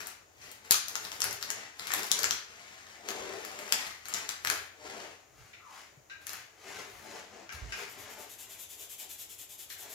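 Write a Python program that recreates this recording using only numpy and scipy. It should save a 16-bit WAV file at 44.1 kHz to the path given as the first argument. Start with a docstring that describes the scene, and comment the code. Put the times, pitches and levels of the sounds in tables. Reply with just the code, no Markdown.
"""Plastic pens clack as a hand rummages in a cloth case on a wooden table: noise cracks ring barrel modes.
Gritty noise makes the rustle of cloth and sleeve, the scrape of the table top and the felt tip's quick strokes.
A cap comes off as gliding narrow noise; thuds are low decaying sines, far knocks mostly room tail.
The table rumbles on its legs and a steady hush lies beneath; a bare room answers.
Two microphones a few centimetres apart listen from above, the left one louder and nearer the case."""
import sys
import numpy as np
from scipy import signal
from scipy.fft import rfft, irfft, next_fast_len
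from scipy.io import wavfile
from scipy.ndimage import map_coordinates

SR = 44100
rng = np.random.default_rng(int(sys.argv[2]) if len(sys.argv) > 2 else 0)


def nominal_scale(level):
    """Amplitude ratio for a level in decibels (scalar or array-like)."""
    x = np.asarray(level, float) / 20
    return 10 ** x


def put_to_file(sound):
    """Save the sound as 16-bit audio at rate SR, in the file named by the first command-line argument."""
    columns = np.atleast_2d(sound).T  # one column per channel
    safe = np.clip(columns, -1, 1)
    whole_steps = np.round(safe * 32767)
    wavfile.write(sys.argv[1], SR, whole_steps.astype(np.int16))


N = 438340

# pen against pen: (time [s], relative level [dB], knock [dB], treble [dB], favoured pitch [Hz])
CLACKS = [(0.0054, -32, -6, -15, 1920), (0.061, -41, -14, -12, 5320), (0.0707, -33.5, -9, 7.5, 2050),
          (0.5156, -38.5, -30, 4.5, 9700), (0.6493, -42.5, -4, -11, 2350), (0.7096, -9.5, -14, 6, 6630),
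          (0.7242, -16.5, -12, -19, 6890), (0.7435, -17.5, -8.5, -7, 6610), (0.8835, -29, -29, 2, 7040),
          (0.9552, -19.5, -10, -11, 1404), (1.0092, -43, -17, -8, 1860), (1.044, -31, -25, -3, 7350),
          (1.051, -28, -11, -15, 4680), (1.1179, -28, -11, -8, 4900), (1.2046, -24.5, -8, -1, 7030),
          (1.219, -14, -18, -11, 5140), (1.242, -21.5, -6, 4.5, 4540), (1.31, -30.5, -23, -1, 6600),
          (1.3284, -29, -9, 1.5, 6620), (1.413, -31.5, -13, -20, 1380), (1.4271, -24, -8, -5, 1720),
          (1.5034, -20, -8, -0.5, 6800), (1.7956, -25.5, -10, -11, 5130), (1.871, -28, -9, 0, 4110),
          (1.9057, -33, 4, -14, 2580), (1.919, -23.5, -5, -9, 1710), (1.938, -15.5, -8.5, -1, 3760),
          (2.032, -27.5, -23, 2, 6650), (2.0684, -29, -17, -3, 7170), (2.116, -8, -19, -2, 6800),
          (2.189, -27, -10, -1, 6300), (2.1919, -21, -7, -4, 7150), (2.2224, -28.5, -2, -2, 4620),
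          (2.2326, -18.5, -18, -1, 6760), (2.243, -18, -4.5, -23, 7010), (2.3094, -14.5, -14, -15, 4200),
          (3.0878, -26, -7, -4, 6867), (3.105, -25.5, -11, -17, 3330), (3.4498, -31.5, -1, 1.5, 6700),
          (3.59, -30.5, -4, -5, 2230), (3.679, -36.5, 4, -10, 1030), (3.7239, -7.5, -14.5, -6.5, 3240),
          (4.056, -34, -5, -8, 6900), (4.085, -36, -2, 5.5, 6200), (4.139, -20.5, -31, -4, 6690),
          (4.145, -26, -12, -13, 4080), (4.2914, -19, -14, -6.5, 6020), (4.449, -20, -7, -3, 2190),
          (4.4726, -17.5, -8.5, -7, 2130), (4.5007, -18, -5.5, 0, 7160), (6.217, -52, -5, -5, 1570),
          (6.2688, -31, -15, 0.5, 7230), (6.2938, -27.5, -10, -4.5, 2200), (6.3204, -43, -16, -15, 6750),
          (6.3327, -35, -5, 4.5, 1580), (7.525, -34.5, -6, -29, 1590)]
# hand, case and arm: (time [s], hold [s], relative rustle [dB], crispness re rustle [dB], relative scrape [dB])
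MOVES = [(0.0, 0.0093, -47.5, -3.5, -53), (0.439, 0.05, -54, -5, -65), (.67, .03, -57.5, -7, -60),
         (0.908, 0.37, -56, 3, -60), (1.264, 0.038, -50, -6, -50), (1.498, 0.14, -48.5, -15, -56),
         (1.834, 0.19, -47, -8, -63), (1.97, 0.045, -44.5, 2.5, -49.5), (2.202, 0.074, -58, 1, -48.5),
         (2.504, .45, -54, -11.5, -66), (3.086, 0.24, -47, -12.5, -46), (3.366, 0.4, -50, -7, -51.5),
         (3.771, 0.099, -45, -4, -60), (4.121, 0.13, -46, -10, -59), (4.517, 0.016, -44.5, 1, -48),
         (4.862, .2, -48, -12.5, -49.5), (5.387, 0.095, -61.5, -7, -74), (5.731, 0.076, -54, -9.5, -74),
         (6.335, 0.032, -51.5, -9, -84), (6.671, 0.14, -48.5, -9.5, -53), (6.898, 0.14, -58.5, -1, -60),
         (7.097, 0.091, -50.5, -11, -51), (7.341, 0.073, -55.5, -27, -54), (7.546, 0.15, -55, -22, -61.5),
         (7.786, 0.041, -46, -6, -53), (7.978, 0.13, -52.5, -13, -56), (8.188, 0.047, -53, -9, -54),
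         (8.398, 0.19, -62.5, -3, -68), (8.797, 0.035, -67, -7, -62.5), (9.001, 0.056, -70.5, 0, -62.5),
         (9.84, .1, -57.5, -2.5, -58.5)]
# strength at rest: (rustle [dB], crisp rustle [dB], scrape [dB], rumble [dB]), all relative
RESTING_DB = -72.5, -85.5, -72.5, -76.5
LAG_SAMPLES = 10  # right microphone hears the case later


def unit(x):
    """Scales to rms 1."""
    return x / np.sqrt(np.mean(x ** 2) + 1e-20)


def along(points, hz):
    """Interpolates (Hz, value) points on a log axis."""
    f, v = np.transpose(points)
    return np.interp(np.log(hz + 1), np.log(f + 1), v)


def curves(rows):
    """One value per sample for each column after the time."""
    s, *columns = np.transpose(rows)
    return [np.interp(np.arange(N) / SR, s, column) for column in columns]


def wobble(knots_per_s):
    """Smooth random curve through normal knots."""
    knots = rng.standard_normal(int(N * knots_per_s / SR) + 4)
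    return map_coordinates(knots, [np.arange(N) * knots_per_s / SR])


def filtered(x, response):
    """Multiplies the spectrum of x by a function of frequency."""
    size = next_fast_len(x.shape[-1] + 8192)
    spectrum = rfft(x, size) * response(np.fft.rfftfreq(size, 1 / SR))
    return irfft(spectrum, size)[..., :x.shape[-1]]


def coloured(x, spectrum):
    """Shapes x by (Hz, dB) points, rms 1."""
    return unit(filtered(x, lambda hz: nominal_scale(along(spectrum, hz))))


def resonant(x, peaks):
    """Parallel resonances (Hz, width Hz, dB) of alternating sign, rms 1."""
    def response(f):
        total = 0
        for k, (centre, width, db) in enumerate(peaks):
            damping = 1j * f * width
            total = total + (-1) ** k * nominal_scale(db) * damping / (centre * centre - f * f + damping)
        return total
    return unit(filtered(x, response))


def gritty(knots_per_s, grit_db):
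    """Friction noise whose strength wanders at random."""
    return rng.standard_normal(N) * nominal_scale(grit_db * wobble(knots_per_s))


def diffuse(n):
    """Two noises, alike in the bass and unrelated in the treble."""
    # (frequency [Hz], left-right correlation [1])
    alike = [(60, 1), (300, 0.37), (650, 0), (1400, 0), (15000, 0)]

    def angle(hz):
        return np.arccos(np.clip(along(alike, hz), -1, 1)) / 2

    noise = rng.standard_normal((2, n))
    mid, side = filtered(noise, lambda hz: np.array([np.cos(angle(hz)), np.sin(angle(hz))]))
    return np.array([mid + side, mid - side])


def heard(x, direct_pan_db, wet_db, lag_samples):
    """Direct sound, first echoes and a tail in which each frequency dies at its own speed."""
    # (frequency [Hz], t60 [s])
    decay = [(300, 0.2), (2000, 0.59), (6000, 0.41), (15000, 0.2)]
    # first echoes: (delay [s], relative level [dB])
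    walls = [(.0065, -14), (0.0104, -8.5), (0.0183, -14.5)]
    n = SR // 2
    hz, t, z = signal.stft(diffuse(n), SR, nperseg=256)
    fading = z * nominal_scale(-60 * t / along(decay, hz)[:, None])
    tail = signal.istft(fading, SR, nperseg=256)[1][:, :n]
    onset = 1 - np.exp(-np.arange(n) / SR / 0.00074)
    answer = nominal_scale(wet_db) * tail / np.linalg.norm(tail[0]) * onset
    for s, db in walls:
        answer[[0, 1], round(s * SR) + rng.integers(0, 12, 2)] += nominal_scale(db)
    answer[0, 0] += nominal_scale(direct_pan_db / 2)
    answer[1, lag_samples] += nominal_scale(-direct_pan_db / 2)
    return signal.fftconvolve(x[None], answer * nominal_scale([[2], [-2]]), axes=1)  # left 4 dB up, room included


def heard_long(x, *place, size=8192):
    """A lasting sound in overlapping pieces, each with a freshly drawn answer, so no fixed stripes build up."""
    out, fade = np.zeros((2, N + SR + 2 * size)), np.hanning(size)
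    x = np.pad(x, size)
    for i in range(0, N + size, size // 2):
        sound = heard(x[i:i + size] * fade, *place)
        out[:, i:i + sound.shape[1]] += sound
    return out[:, size:size + N]


def swells(s, hold_s, db, rise_db_per_s, fall_db_per_s, rest_db):
    """Strength per sample of events with steady dB slopes, power-summed over a resting level."""
    t = np.arange(0, N + 128, 128)[:, None] / SR
    rise_loss = rise_db_per_s * np.clip(s - t, 0, None)
    fall_loss = fall_db_per_s * np.clip(t - s - hold_s, 0, None)
    power = (nominal_scale(db - (rise_loss + fall_loss)) ** 2).sum(1) + nominal_scale(rest_db) ** 2
    return np.interp(np.arange(N) / SR, t[:, 0], np.sqrt(power))


def settling(share_db):
    """Loose pens shuffle on briefly after each clack, more after a loud one."""
    s, clack_db = np.transpose(CLACKS)[:2]
    return swells(s, 0, -35.5 + 0.5 * clack_db + share_db, 1500, 187, -120)


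def moving(db, rest_db):
    """Strength of one layer under the movements."""
    s, hold_s = np.transpose(MOVES)[:2]
    return swells(s, hold_s, db, 167, 136, rest_db)


def rummage():
    """Cloth, skin and loose pens rub in small slips; the harder the rubbing, the grittier."""
    # cloth rustle: (frequency [Hz], relative level [dB])
    cloth = [(530, -13.5), (900, -1), (961, -10.5), (1030, -3.5), (2060, -0.5), (2240, -1), (3430, -8),
             (7090, -7), (8300, -19), (10800, -30), (18300, -120)]
    # crisp rustle: (frequency [Hz], relative level [dB])
    crisp_colour = [(4880, -15), (8300, -17.5), (11100, -6.5), (13900, -13.5), (15800, -7.5)]
    rustle_db, crisp_db = np.transpose(MOVES)[2:4]
    rustle = np.hypot(moving(rustle_db, RESTING_DB[0]), settling(0))
    crisp = np.hypot(moving(rustle_db + crisp_db, RESTING_DB[1]), settling(1))
    grit_db = np.clip((20 * np.log10(rustle) + 68) / 7, 0, 4)
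    slips = gritty(250, grit_db)
    return rustle * coloured(slips, cloth) + crisp * coloured(slips, crisp_colour)


def table():
    """Dragging excites the top's resonances; heavy drags favour its main mode."""
    # table top resonances: (centre [Hz], width [Hz], relative level [dB])
    top = [(210, 30, -9), (333, 58, -8.5), (417.3, 24.8, 0.5), (610, 79, -5), (713, 59, -2.5),
           (914, 260, -10.5)]
    scrape = np.hypot(moving(np.transpose(MOVES)[4], RESTING_DB[2]), settling(-14))
    heaviness = (scrape / nominal_scale(-43.5)) ** 0.66
    drag = resonant(gritty(40, grit_db=1.0), top)
    main_mode = resonant(gritty(40, grit_db=2.0), [(414.5, 62, 0)])
    return scrape * (drag + heaviness * main_mode)


def legs():
    """Shoves and drags rock the table on its legs: low resonances, 3 dB stronger on the right."""
    # shoves: (time [s], relative level [dB])
    shoves = [(.4, -64), (1.27, -51.5), (1.52, -65), (2.27, -60), (3.2, -63), (3.87, -64), (4.49, -53.5),
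              (4.869, -65), (5.402, -58), (6.97, -59.5), (7.64, -47), (7.97, -62)]
    # leg resonances: (centre [Hz], width [Hz], relative level [dB])
    leg_modes = [(49.3, 3.8, 0.3), (84.6, 12, -2.08), (124, 25, -0.98)]
    s, db = np.transpose(shoves)
    rocking = swells(s, 0.013, db, 204, 133, RESTING_DB[3])
    dragging = np.hypot(moving(np.transpose(MOVES)[4] - 31, -120), settling(-29))
    shake = filtered(diffuse(N), lambda f: 1 / (1 + (f / 160) ** 4))
    return np.hypot(rocking, dragging) * resonant(shake, leg_modes) * nominal_scale([[-1.5], [1.5]])


def hush():
    """Steady diffuse noise of the room, 3 dB stronger on the left."""
    # (frequency [Hz], relative level [dB])
    hush_colour = [(30, -7.5), (55, -8), (86, 1.5), (170, -15.5), (310, -6), (700, -8), (1200, -13),
                   (3500, -39), (6800, -9.5), (8400, -30), (13000, -27), (15800, -19.5)]
    return nominal_scale(-64) * coloured(diffuse(N), hush_colour) * nominal_scale([[1.5], [-1.5]])


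def clacks():
    """Each contact is a push and broad crack ringing the barrel modes, most those near its own pitch."""
    # hollow pen barrels: (nominal frequency [Hz], relative level [dB], t60 [s])
    barrel = [(1380, 0, .012), (1700, 0, .012), (2200, -2, .007), (2700, -3, .005), (3300, -3, .004),
              (4200, -2, .004), (5100, -2, .004), (6000, -2, .004), (7000, 0, .005), (11000, 0, .003),
              (13200, 0, .003)]
    out, t = np.zeros((2, N + SR)), np.arange(1024) / SR
    hz, level_db, t60_s = np.transpose(barrel)[:, :, None]
    for s, db, knock_db, treble_db, note_hz in CLACKS:
        colour = [(400, -42), (1100, knock_db), (1900, knock_db), (3800, -3.0), (7600, 1.0),
                  (8600, treble_db), (15000, treble_db)]
        near_db = 5 * np.exp(-(np.log(hz / note_hz) / 0.19) ** 2)
        # every mode varies at random in strength, pitch and phase from clack to clack
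        strength, detune, phase = rng.standard_normal((3, len(hz), 1))
        decay = nominal_scale(level_db + near_db + 2 * strength - 60 * t / t60_s)
        ring = (decay * np.sin(2 * np.pi * hz * (1 + 0.043 * detune) * t + phase)).sum(0)
        crack = nominal_scale(-60 * t / 0.0085) * rng.standard_normal(len(t))
        push = 5.4 * (t == 0)
        blow = np.pad(ring + crack + push, (128, 0))
        blow = filtered(blow, lambda f: nominal_scale(db - 6.0 + along(colour, f)))
        wet_db = -1 - 0.11 * db  # soft clacks lie deeper in the case, so wetter
        sound = heard(blow, 8.2, wet_db, LAG_SAMPLES)
        out[:, max(round(s * SR) - 128, 0):][:, :sound.shape[1]] += sound
    return out[:, :N]


def far_knocks():
    """Short dull blows on plastic out of sight; the room tail outweighs the direct sound."""
    # (time [s], relative level [dB], direct re tail [dB], treble tilt above 3 kHz [dB/octave, relative],
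    #  hollow note [dB, relative])
    knocks = [(0.415, -35, -14, -1, -30), (5.532, -32, -15, -12, -34), (6.098, -28, -16.5, -10, -14),
              (7.4927, -29.5, -5, -9, -16), (7.7232, -20, -7, -4, -19), (9.7022, -30, -8, -1, -31)]
    out, t = np.zeros((2, N + SR)), np.arange(4096) / SR
    for s, db, direct_db, tilt_db, note_db in knocks:
        colour = [(700, -26.0), (1300, 0), (1600, 5), (2000, 9.5), (3000, 5.0),
                  (6000, tilt_db + 4), (12000, 2 * tilt_db - 13)]
        note = nominal_scale(note_db - 60 * t / 0.075) * np.sin(2 * np.pi * 1602 * t)
        crack = 0.64 * nominal_scale(-60 * t / 0.01) * rng.standard_normal(len(t))
        push = 5 * (t == 0)
        blow = np.pad(note + push + crack, (128, 0))
        blow = filtered(blow, lambda f: nominal_scale(db + direct_db + along(colour, f)))
        sound = heard(blow, 0, -direct_db, LAG_SAMPLES)
        out[:, round(s * SR) - 128:][:, :sound.shape[1]] += sound
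    return out[:, :N]


def cap():
    """The cap slides off: friction noise in a narrow air resonance that drops in pitch."""
    # (time [s], air resonance [Hz], relative level [dB])
    glide = [(5.58, 1280, -78), (5.62, 1260, -58), (5.66, 1180, -54), (5.72, 980, -54.5), (5.79, 820, -61),
             (5.88, 750, -85)]
    hz, db = curves(glide)
    flutter = np.array([wobble(400), wobble(400)])
    phase = 2 * np.pi * np.cumsum(hz) / SR
    return nominal_scale(db) * (flutter[0] * np.cos(phase) + flutter[1] * np.sin(phase))


def thuds():
    """Wrist and cap set down: each soft blow rings one table mode."""
    # (time [s], relative level [dB], mode [Hz], t60 [s], left re right [dB])
    blows = [(5.973, -44, 133, 0.071, 4), (7.542, -41.5, 74, 0.23, -5), (7.62, -32.5, 55.8, 0.3, -9),
             (7.79, -46.5, 396, 0.36, 6), (8.178, -46, 605, 0.17, 6)]
    out = np.zeros((2, N))
    for s, db, hz, t60_s, pan_db in blows:
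        t = np.clip(np.arange(N) / SR - s, 0, None)
        onset = 1 - np.exp(-t / 0.0037)
        ring = nominal_scale(db - 60 * t / t60_s) * np.sin(2 * np.pi * hz * t) * onset
        out += ring * nominal_scale([[pan_db / 2], [-pan_db / 2]])
    return out


def felt_tip():
    """The tip hisses while it moves and falls silent as it turns; the return presses harder."""
    # tip on paper: (frequency [Hz], relative level [dB])
    felt = [(1410, -19), (2400, -9), (3240, -6.5), (3420, -4), (3880, -8), (4270, -10.5), (5760, -7.5),
            (7300, -1.5), (7530, -2), (8680, -10), (10100, -6), (11700, -3.5), (12700, -4), (13600, -2.5),
            (15800, -12)]
    # (time [s], relative level [dB])
    pressure = [(7.89, -57.5), (8.1, -57.5), (8.35, -52), (8.6, -51.5), (9.1, -49), (9.45, -52), (9.7, -51),
                (9.9, -50)]
    first_stroke_s, period_s, turn_s = 7.892, 0.2002, 0.092  # turn: from out to back
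    stroke_s, back_db = 0.057, 1.5
    t, speed = np.arange(N) / SR, np.zeros(N)
    for out_s in np.arange(first_stroke_s, N / SR, period_s):
        for s, db in (out_s, 0), (out_s + turn_s, back_db):
            start = 1 + np.exp(np.clip((s - t) / 0.0043, -50, 50))
            stop = 1 + np.exp(np.clip((t - s - stroke_s) / 0.0095, -50, 50))
            speed += nominal_scale(db) / start / stop
    return nominal_scale(5.0 + curves(pressure)[0]) * speed * coloured(gritty(120, grit_db=1.0), felt)


def scene():
    """All sources in the room over its hush; the hands leave the case for the paper at 5.2 s."""
    hands = rummage() + table() + cap()
    at_case = np.arange(N) / SR < 5.2
    near_case = heard_long(hands * at_case, 2.05, -0.11, LAG_SAMPLES)
    near_paper = heard_long(hands * ~at_case + felt_tip(), 1.6, 1.0, 0)
    near = nominal_scale(-2.5) * (near_case + near_paper)
    return near + clacks() + far_knocks() + thuds() + legs() + hush()


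def band_limit(x):
    """A steep low-pass at the top of the band."""
    return signal.sosfilt(signal.butter(12, 16760, fs=SR, output="sos"), x)


def record(dry):
    """The microphones hiss faintly and lose the deepest bass and top treble."""
    hissing = dry + nominal_scale(-73) * rng.standard_normal(dry.shape)

    def response(hz):
        bass_cut = hz ** 4 / (hz ** 4 + 44 ** 4)
        return bass_cut / (1 + (hz / 15520) ** 60)

    return band_limit(filtered(hissing, response))


dry = scene()
out = record(dry)
put_to_file(out)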